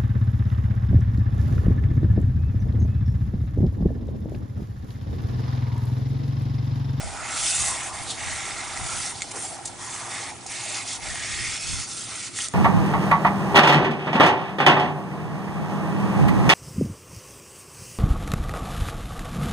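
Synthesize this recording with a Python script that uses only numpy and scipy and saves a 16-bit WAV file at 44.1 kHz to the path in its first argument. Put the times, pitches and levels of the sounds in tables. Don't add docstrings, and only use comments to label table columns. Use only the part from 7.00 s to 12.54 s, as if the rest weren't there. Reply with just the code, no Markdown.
import sys
import numpy as np
from scipy import signal
from scipy.fft import rfft, irfft
from scipy.io import wavfile
from scipy.ndimage import uniform_filter1d

SR = 44100
rng = np.random.default_rng(int(sys.argv[2]) if len(sys.argv) > 2 else 0)


def unload_wav(signal):
    wavfile.write(
        sys.argv[1],
        SR,
        np.round(np.clip(np.atleast_2d(signal).T, -1, 1) * 32767).astype(np.int16),
    )


N = 244224
TIME = np.arange(N) / SR

# f/Hz, density/dB
SPLASH_SPECTRUM = [(400, -8), (1500, -16), (3000, -11), (4400, -1), (5500, -2), (7200, 2.5), (10400, -3.5)]


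def amp(db):
    return 10 ** (np.asarray(db) / 20)


def unit(x):
    return x / np.sqrt(np.mean(x ** 2) + 1e-20)


def follow(table, column=1):
    rows = np.array(table)
    return np.interp(TIME, rows[:, 0], rows[:, column])


def at_hz(table, hz):
    table_hz, value = np.transpose(table)
    return np.interp(np.log(hz + 1), np.log(table_hz + 1), value)


def colour(x, spectrum):
    size = x.shape[-1]
    gain = amp(at_hz(spectrum, np.fft.rfftfreq(size, 1 / SR)))
    return unit(irfft(rfft(x) * gain, size))


def drift(rate_hz):
    rolloff = 1 + (np.fft.rfftfreq(N, 1 / SR) / rate_hz) ** 4
    return unit(irfft(rfft(rng.standard_normal(N)) / rolloff, N))


def add(mix, start_s, sound):
    part = mix[max(round(start_s * SR), 0):][:len(sound)]
    part += sound[:len(part)]


def swell(peak_s, rise_s, fall_s):
    return np.exp(-((TIME - peak_s) / np.where(TIME < peak_s, rise_s, fall_s)) ** 2 / 2)


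def held(start_s, length_s, attack_s=0.037, release_s=0.03):
    early_s, late_s = np.maximum(start_s - TIME, 0), np.maximum(TIME - start_s - length_s, 0)
    return np.exp(-(early_s / attack_s + late_s / release_s) ** 2)


def power_sum(gains):
    return np.sqrt(sum(np.square(gain) for gain in gains))


def air_noise(spectrum, correlation):
    mid, side = rfft(rng.standard_normal((2, N)))
    alike = np.clip(at_hz(correlation, np.fft.rfftfreq(N, 1 / SR)), -1, 1)
    mid, side = mid * np.sqrt(1 + alike), side * np.sqrt(1 - alike)
    return colour(irfft(np.array([mid + side, mid - side]), N), spectrum)


def wind():
    # t/s, level/dB
    breeze = [(0.0, -44.5), (2.0, -47.5), (2.6, -55.5), (5.54, -54)]
    gusts = [(0.048, 0.093, -33), (0.63, 0.12, -37.5), (1.01, 0.03, -40), (1.3, 0.14, -40),
             (1.832, 0.061, -33.5), (1.973, 0.082, -37.5), (4.112, 0.15, -38), (4.4, 0.18, -37),
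             (4.737, 0.096, -31.5)]
    # f/Hz, density/dB
    spectrum = [(10, -18), (30, -8.5), (55, -1.5), (90, -1.5), (140, -8.5), (220, -14.5), (500, -37),
                (2000, -58)]
    # f/Hz, left-right correlation
    correlation = [(30, -0.34), (80, -0.57), (160, -0.44), (500, -0.97)]
    gust_gains = [amp(db) * swell(peak_s, length_s / 2, length_s / 2) for peak_s, length_s, db in gusts]
    lumps = amp(1.5 * drift(25))
    return air_noise(spectrum, correlation) * power_sum([amp(follow(breeze)), *gust_gains]) * lumps


def motor():
    # f/Hz, level/dB
    tones = [(107.5, -58.5), (120, -59.5), (267, -62.5), (352, -58.5)]
    speed = 1 + .006 * drift(7)
    hum = np.zeros(N)
    for hz, db in tones:
        turns = np.cumsum(hz * speed) / SR + rng.random()
        hum += amp(db) * np.sqrt(2) * np.sin(2 * np.pi * turns)
    return hum * amp(2.0 * drift(6))


def yard():
    # f/Hz, density/dB
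    spectrum = [(20, -24), (60, -12.5), (100, 1.5), (190, -4.5), (270, -3), (380, -6.5), (520, -8.5),
                (1000, -17), (3000, -17), (10000, -25)]
    # f/Hz, left-right correlation
    correlation = [(60, 0.88), (270, 0.3), (560, 0.081), (2000, -0.45)]
    return amp(-45.5) * air_noise(spectrum, correlation)


def fence_echo(x, echo_db, t60_s, delay_s):
    t = np.arange(SR // 4) / SR
    taps = rng.standard_normal((2, len(t))) * (rng.random((2, len(t))) < .1) * (t > delay_s)
    taps *= amp(-60 * t / t60_s)
    taps /= np.linalg.norm(taps, axis=1, keepdims=True)
    return x + amp(echo_db) * signal.fftconvolve(x, taps, axes=1)[:, :N]


def droplets(per_s, cycles, spread_db, low_hz, high_hz, pitch_count=28):
    pitches_hz = np.geomspace(low_hz, high_hz, pitch_count)
    cloud, t = np.zeros(N), np.arange(2048) / SR
    for hz in pitches_hz:
        age = t * hz / cycles
        chirp = 1 + 0.03 * np.minimum(age, 4)
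        grain = unit(np.exp(-age) * np.sin(2 * np.pi * hz * t * chirp))
        sizes = amp(spread_db * np.minimum(rng.exponential(1, N), 4)) * rng.choice([-1, 1], N)
        hits = rng.random(N) < per_s * hz / pitches_hz.sum() / SR
        cloud += signal.oaconvolve(sizes * hits, grain)[:N]
    return unit(cloud)


def flow(cloud, spectrum, patch_db, patch_hz, patch_s, sputter_db, sputter_hz, glide=1):
    hz, t, frames = signal.stft(cloud, SR, nperseg=512, noverlap=384)
    patches = rng.standard_normal(frames.shape)
    for axis, span in enumerate([patch_hz / hz[1], patch_s / t[1]]):
        size = max(round(span), 1)
        patches = uniform_filter1d(uniform_filter1d(patches, size, axis), size, axis)
    pitch_ratio = np.interp(t, TIME, glide * np.ones(N))
    gain = amp(at_hz(spectrum, hz[:, None] / pitch_ratio) + patch_db * unit(patches))
    gain /= np.linalg.norm(gain, axis=0)
    water = signal.istft(frames * gain, nperseg=512, noverlap=384)[1][:N]
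    return unit(water * amp(sputter_db * drift(sputter_hz)))


def boards():
    # f/Hz, density/dB
    spectrum = [(200, -20), (370, -4), (600, -12), (1500, -9), (3000, -17)]
    drops = droplets(per_s=5000, cycles=1.5, spread_db=0.0, low_hz=242, high_hz=2410, pitch_count=12)
    return colour(drops, spectrum) * amp(-39.5) * swell(peak_s=2.37, rise_s=0.034, fall_s=0.034)


def runoff():
    # t/s, level/dB
    levels = [(0.0, -39), (0.63, -44), (0.68, -36.5), (0.85, -42.5), (1.96, -41), (1.99, -47), (2.62, -42),
              (2.76, -49.5), (2.78, -45.5), (3.3, -42), (3.36, -51), (3.75, -40.5), (3.79, -49),
              (4.07, -40), (4.1, -46.5), (4.45, -51.5), (5.54, -59.5)]
    # f/Hz, density/dB
    spectrum = [(200, -12), (370, -14), (500, -12.5), (630, -3.5), (770, 1), (900, 0.5), (1100, -10.5),
                (1600, -10.5), (4000, -42)]
    # t/s, level/dB, f/Hz
    plops = [(.947, -20, 830), (2.12, -25, 910), (2.153, -23, 790), (2.196, -26, 830), (2.242, -22.5, 820),
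             (2.346, -24.5, 780), (2.447, -28, 890), (2.511, -23.5, 835), (2.588, -19.5, 785),
             (2.611, -22, 785), (2.647, -26.5, 820), (3.277, -22.5, 784), (3.317, -20.5, 805),
             (3.459, -22, 800)]
    drops = droplets(per_s=1500, cycles=3.6, spread_db=1.6, low_hz=268, high_hz=2182)
    patter = flow(drops, spectrum, patch_db=1.5, patch_hz=170, patch_s=0.05,
                  sputter_db=1.0, sputter_hz=25, glide=np.exp(.04 * drift(6)))
    patter *= amp(follow(levels))
    t = np.arange(SR // 10) / SR
    envelope = np.exp(-t / 0.0029) * (1 - np.exp(-t / 0.0021))
    for start_s, db, hz in plops:
        add(patter, start_s, amp(db) * envelope * np.sin(2 * np.pi * hz * t))
    return patter


def slaps():
    # t/s, level/dB, rise/s, decay/s, ring f/Hz, ring re splash/dB
    spurts = [(1.107, -26, 0.024, 0.027, 3800, -4), (1.774, -26, 0.00099, 0.0052, 1910, -8),
              (2.063, -22, 0.0012, .002, 6320, 1), (2.317, -27, 0.0066, 0.0046, 2320, -10),
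              (2.657, -24.5, 0.0038, 0.0088, 8000, -2), (2.676, -29.5, 0.0034, 0.012, 7040, -5),
              (3.464, -30.5, .001, 0.011, 6550, -3), (4.157, -26, .001, 0.0032, 2090, -2),
              (5.388, -21.5, 0.0004, 0.0038, 1930, -2), (5.406, -25.5, 0.0018, 0.0041, 3040, 11),
              (5.42, -20, .0004, .0015, 7000, -1), (5.485, -20, 0.00034, 0.0014, 7260, 1)]
    out, t = np.zeros(N), np.arange(-SR // 20, SR // 10) / SR
    for peak_s, db, rise_s, decay_s, hz, ring_db in spurts:
        splash, ring = rng.standard_normal((2, len(t)))
        splash = colour(splash, SPLASH_SPECTRUM)
        ring = colour(ring, [(hz / 2, -35), (hz * 0.69, -12), (hz, 0), (hz * 1.44, -12), (hz * 2, -35)])
        envelope = np.exp(-abs(t) / np.where(t < 0, rise_s, decay_s))
        add(out, peak_s + t[0], amp(db) * envelope * unit(splash + amp(ring_db) * ring))
    return out


def comb_clacks():
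    # t/s, level/dB
    clacks = [(2.207, -27), (2.2198, -14.5), (2.2247, -26), (2.2295, -26)]
    # f/Hz, level/dB, t60/s
    body_modes = [(2210, 0, 0.012), (3500, -4, 0.0066), (4350, -3.5, 0.008), (6850, 2.5, 0.0068)]
    out, t = np.zeros(N), np.arange(SR // 10) / SR
    attack = 1 - np.exp(-t / 0.00045)
    for start_s, db in clacks:
        ring = sum(amp(mode_db - 60 * t / t60_s) * np.sin(2 * np.pi * (hz * t + rng.random()))
                   for hz, mode_db, t60_s in body_modes)
        crack = amp(-4 - 60 * t / .014) * colour(rng.standard_normal(len(t)), SPLASH_SPECTRUM)
        add(out, start_s, amp(db) * (ring + crack) * attack)
    return out


def noisy_tone(hz, width_hz):
    turns = np.cumsum(hz * (1 + .018 * drift(12))) / SR
    bursts = amp(2.2 * drift(16))
    blur = drift(width_hz / 2) + 1j * drift(width_hz / 2)
    return unit(bursts * (blur * np.exp(2j * np.pi * turns)).real)


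def comb_seal():
    # t/s, level/dB, f/Hz
    pocket = [(4.03, -70, 1900), (4.13, -43, 1964), (4.5, -40, 2182), (4.59, -62, 2170)]
    # t/s, length/s, f/Hz, width/Hz, level/dB
    whistles = [(4.4, 0.31, 2510, 140, -46), (4.23, 0.494, 3340, 340, -48), (4.35, 0.5, 4450, 400, -46),
                (4.27, 0.56, 5390, 460, -43.5), (4.68, 0.15, 6450, 830, -38)]
    ring = noisy_tone(follow(pocket, column=2), width_hz=600) * amp(follow(pocket))
    return ring + sum(amp(db) * noisy_tone(hz, width_hz) * held(start_s, length_s)
                      for start_s, length_s, hz, width_hz, db in whistles)


def pass_gain(voice, arch_db=0.83):
    # t/s, length/s, growth over the pass/dB, hiss/dB, fizz/dB, churn/dB, gurgle/dB
    passes = [(0.0, 0.23, -2.5, -44.5, -46.5, -47.5, -50), (0.258, 0.61, -0.5, -53, -45.5, -39, -42.5),
              (0.96, 0.21, -6.5, -42, -47.5, -44.5, -48.5), (1.205, 0.32, 0, -37.5, -42, -38, -45),
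              (1.566, 0.54, -2.5, -41.5, -43.5, -41.5, -45.5), (2.163, 0.12, -3, -44, -44, -55.5, -64),
              (2.366, 0.17, -0.5, -38, -67, -52, -69), (2.828, 0.26, -1.5, -40.5, -47, -47, -45.5),
              (3.13, 0.16, -3.5, -39, -41.5, -41, -47), (3.515, 0.3, 0, -37.5, -40, -40.5, -53.5),
              (3.887, 0.062, -1, -37, -35, -44.5, -50), (4.05, 0.512, 3, -37, -38.5, -38, -49),
              (4.624, 0.2, 0, -35.5, -38, -44, -47.5), (4.899, 0.15, 0.5, -38, -40, -60, -50.5),
              (5.106, 0.16, -0.5, -38.5, -40, -45.5, -53), (5.379, 0.069, 0, -32.5, -36.5, -45, -47.5)]
    idle_db = {"hiss": -46.5, "fizz": -51.5, "churn": -52.5, "gurgle": -55.5}
    column = ["hiss", "fizz", "churn", "gurgle"].index(voice)
    gains = [amp(idle_db[voice])]
    for start_s, length_s, growth_db, *voices_db in passes:
        from_middle = np.clip((TIME - start_s) / length_s, 0, 1) - .5
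        shape_db = growth_db * from_middle + arch_db * (np.cos(np.pi * from_middle) + 1.0)
        gains.append(held(start_s, length_s) * amp(voices_db[column] + shape_db))
    return power_sum(gains)


def comb_bubbles():
    # t/s, churn f/Hz, gurgle f/Hz
    hollows = [(.2, 2190, 1310), (.55, 2420, 1330), (.72, 2220, 1055), (1.0, 2110, 1080),
               (1.25, 2090, 1190), (1.97, 2070, 1310), (2.85, 2050, 1150), (3.25, 2100, 1160),
               (3.6, 2240, 1150), (4.15, 2090, 1260), (5.15, 2290, 1300)]
    # f/Hz, density/dB
    churn_spectrum = [(900, -22.5), (1450, -13.5), (1750, -2), (2130, -0.5), (2450, 0.5), (2850, -9.5),
                      (4500, -6)]
    # f/Hz, density/dB
    gurgle_spectrum = [(450, -23), (800, -7.5), (1060, -6), (1300, 1.5), (1600, -6), (2500, -16)]
    # t/s, level/dB
    gulps = [(.21, -37), (.34, -40.5), (.72, -38.5), (.93, -39.5), (1.95, -40), (3.05, -44), (3.78, -41),
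             (5.135, -43.5)]
    churn_hz, gurgle_hz = 2157, 1298
    small = droplets(per_s=5000, cycles=2.6, spread_db=1.5, low_hz=1173, high_hz=3538)
    churn = flow(small, churn_spectrum, patch_db=2.3, patch_hz=170, patch_s=0.12,
                 sputter_db=0.9, sputter_hz=45, glide=follow(hollows, column=1) / churn_hz)
    large = droplets(per_s=2000, cycles=3.5, spread_db=2.5, low_hz=600, high_hz=1932)
    gurgle = flow(large, gurgle_spectrum, patch_db=2.0, patch_hz=170, patch_s=0.047,
                  sputter_db=0.45, sputter_hz=30, glide=follow(hollows, column=2) / gurgle_hz)
    gulp_gains = [amp(db) * swell(peak_s, rise_s=0.043, fall_s=0.043) for peak_s, db in gulps]
    return churn * pass_gain("churn") + gurgle * power_sum([pass_gain("gurgle"), *gulp_gains])


def mist():
    # f/Hz, density/dB
    spectrum = [(400, -51), (1500, -18.5), (3500, -13), (5000, -10.5), (6200, -4.5), (7600, -2.5),
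                (9000, -1), (10400, -6)]
    drops = droplets(per_s=14000, cycles=2.7, spread_db=0.0, low_hz=1014, high_hz=10520)
    return flow(drops, spectrum, patch_db=2.5, patch_hz=260, patch_s=0.038,
                sputter_db=0.84, sputter_hz=50)


def spray():
    # f/Hz, density/dB
    fizz_spectrum = [(1200, -32), (2400, -12), (3250, -3), (3900, -3), (4500, -2), (5500, -1.5), (7000, -3),
                     (10400, -20)]
    # peak t/s, rise/s, fall/s, hiss/dB, fizz/dB
    lifts = [(.47, 0.096, 0.042, -28.5, -29.5), (.635, 0.19, 0.082, -24, -36),
             (.855, 0.13, 0.044, -34.5, -51), (1.31, 0.032, 0.053, -37, -39),
             (2.07, 0.18, 0.035, -30.5, -38), (2.44, 0.038, 0.037, -33.5, -60),
             (2.95, 0.039, 0.049, -37, -57), (3.77, 0.048, 0.025, -40, -34.5)]
    hiss = mist() + amp(-14.0) * mist() * np.array([[1], [-1]])
    foam = droplets(per_s=7000, cycles=4, spread_db=2.5, low_hz=1750, high_hz=9500)
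    fizz = flow(foam, fizz_spectrum, patch_db=1.5, patch_hz=294.6, patch_s=0.064,
                sputter_db=1.0, sputter_hz=44.7)
    hiss_gains, fizz_gains = [pass_gain("hiss")], [pass_gain("fizz")]
    for peak_s, rise_s, fall_s, hiss_db, fizz_db in lifts:
        lift = swell(peak_s, rise_s, fall_s)
        hiss_gains.append(amp(hiss_db) * lift)
        fizz_gains.append(amp(fizz_db) * lift)
    return hiss * power_sum(hiss_gains) + fizz * power_sum(fizz_gains)


def scene():
    rinsing = spray() + comb_bubbles() + comb_seal() + runoff() + boards() + slaps() + comb_clacks()
    rinsing = fence_echo(rinsing, echo_db=-8.5, t60_s=0.048, delay_s=.001)
    return (rinsing + wind() + motor() + yard()) * amp([[-.9], [0.]])


def record(dry):
    edge_hz = 10450
    lowpass = signal.firwin(801, edge_hz, window=("kaiser", 9), fs=SR)
    return signal.oaconvolve(dry, lowpass[None], "same")


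dry = scene()
out = record(dry)
unload_wav(out)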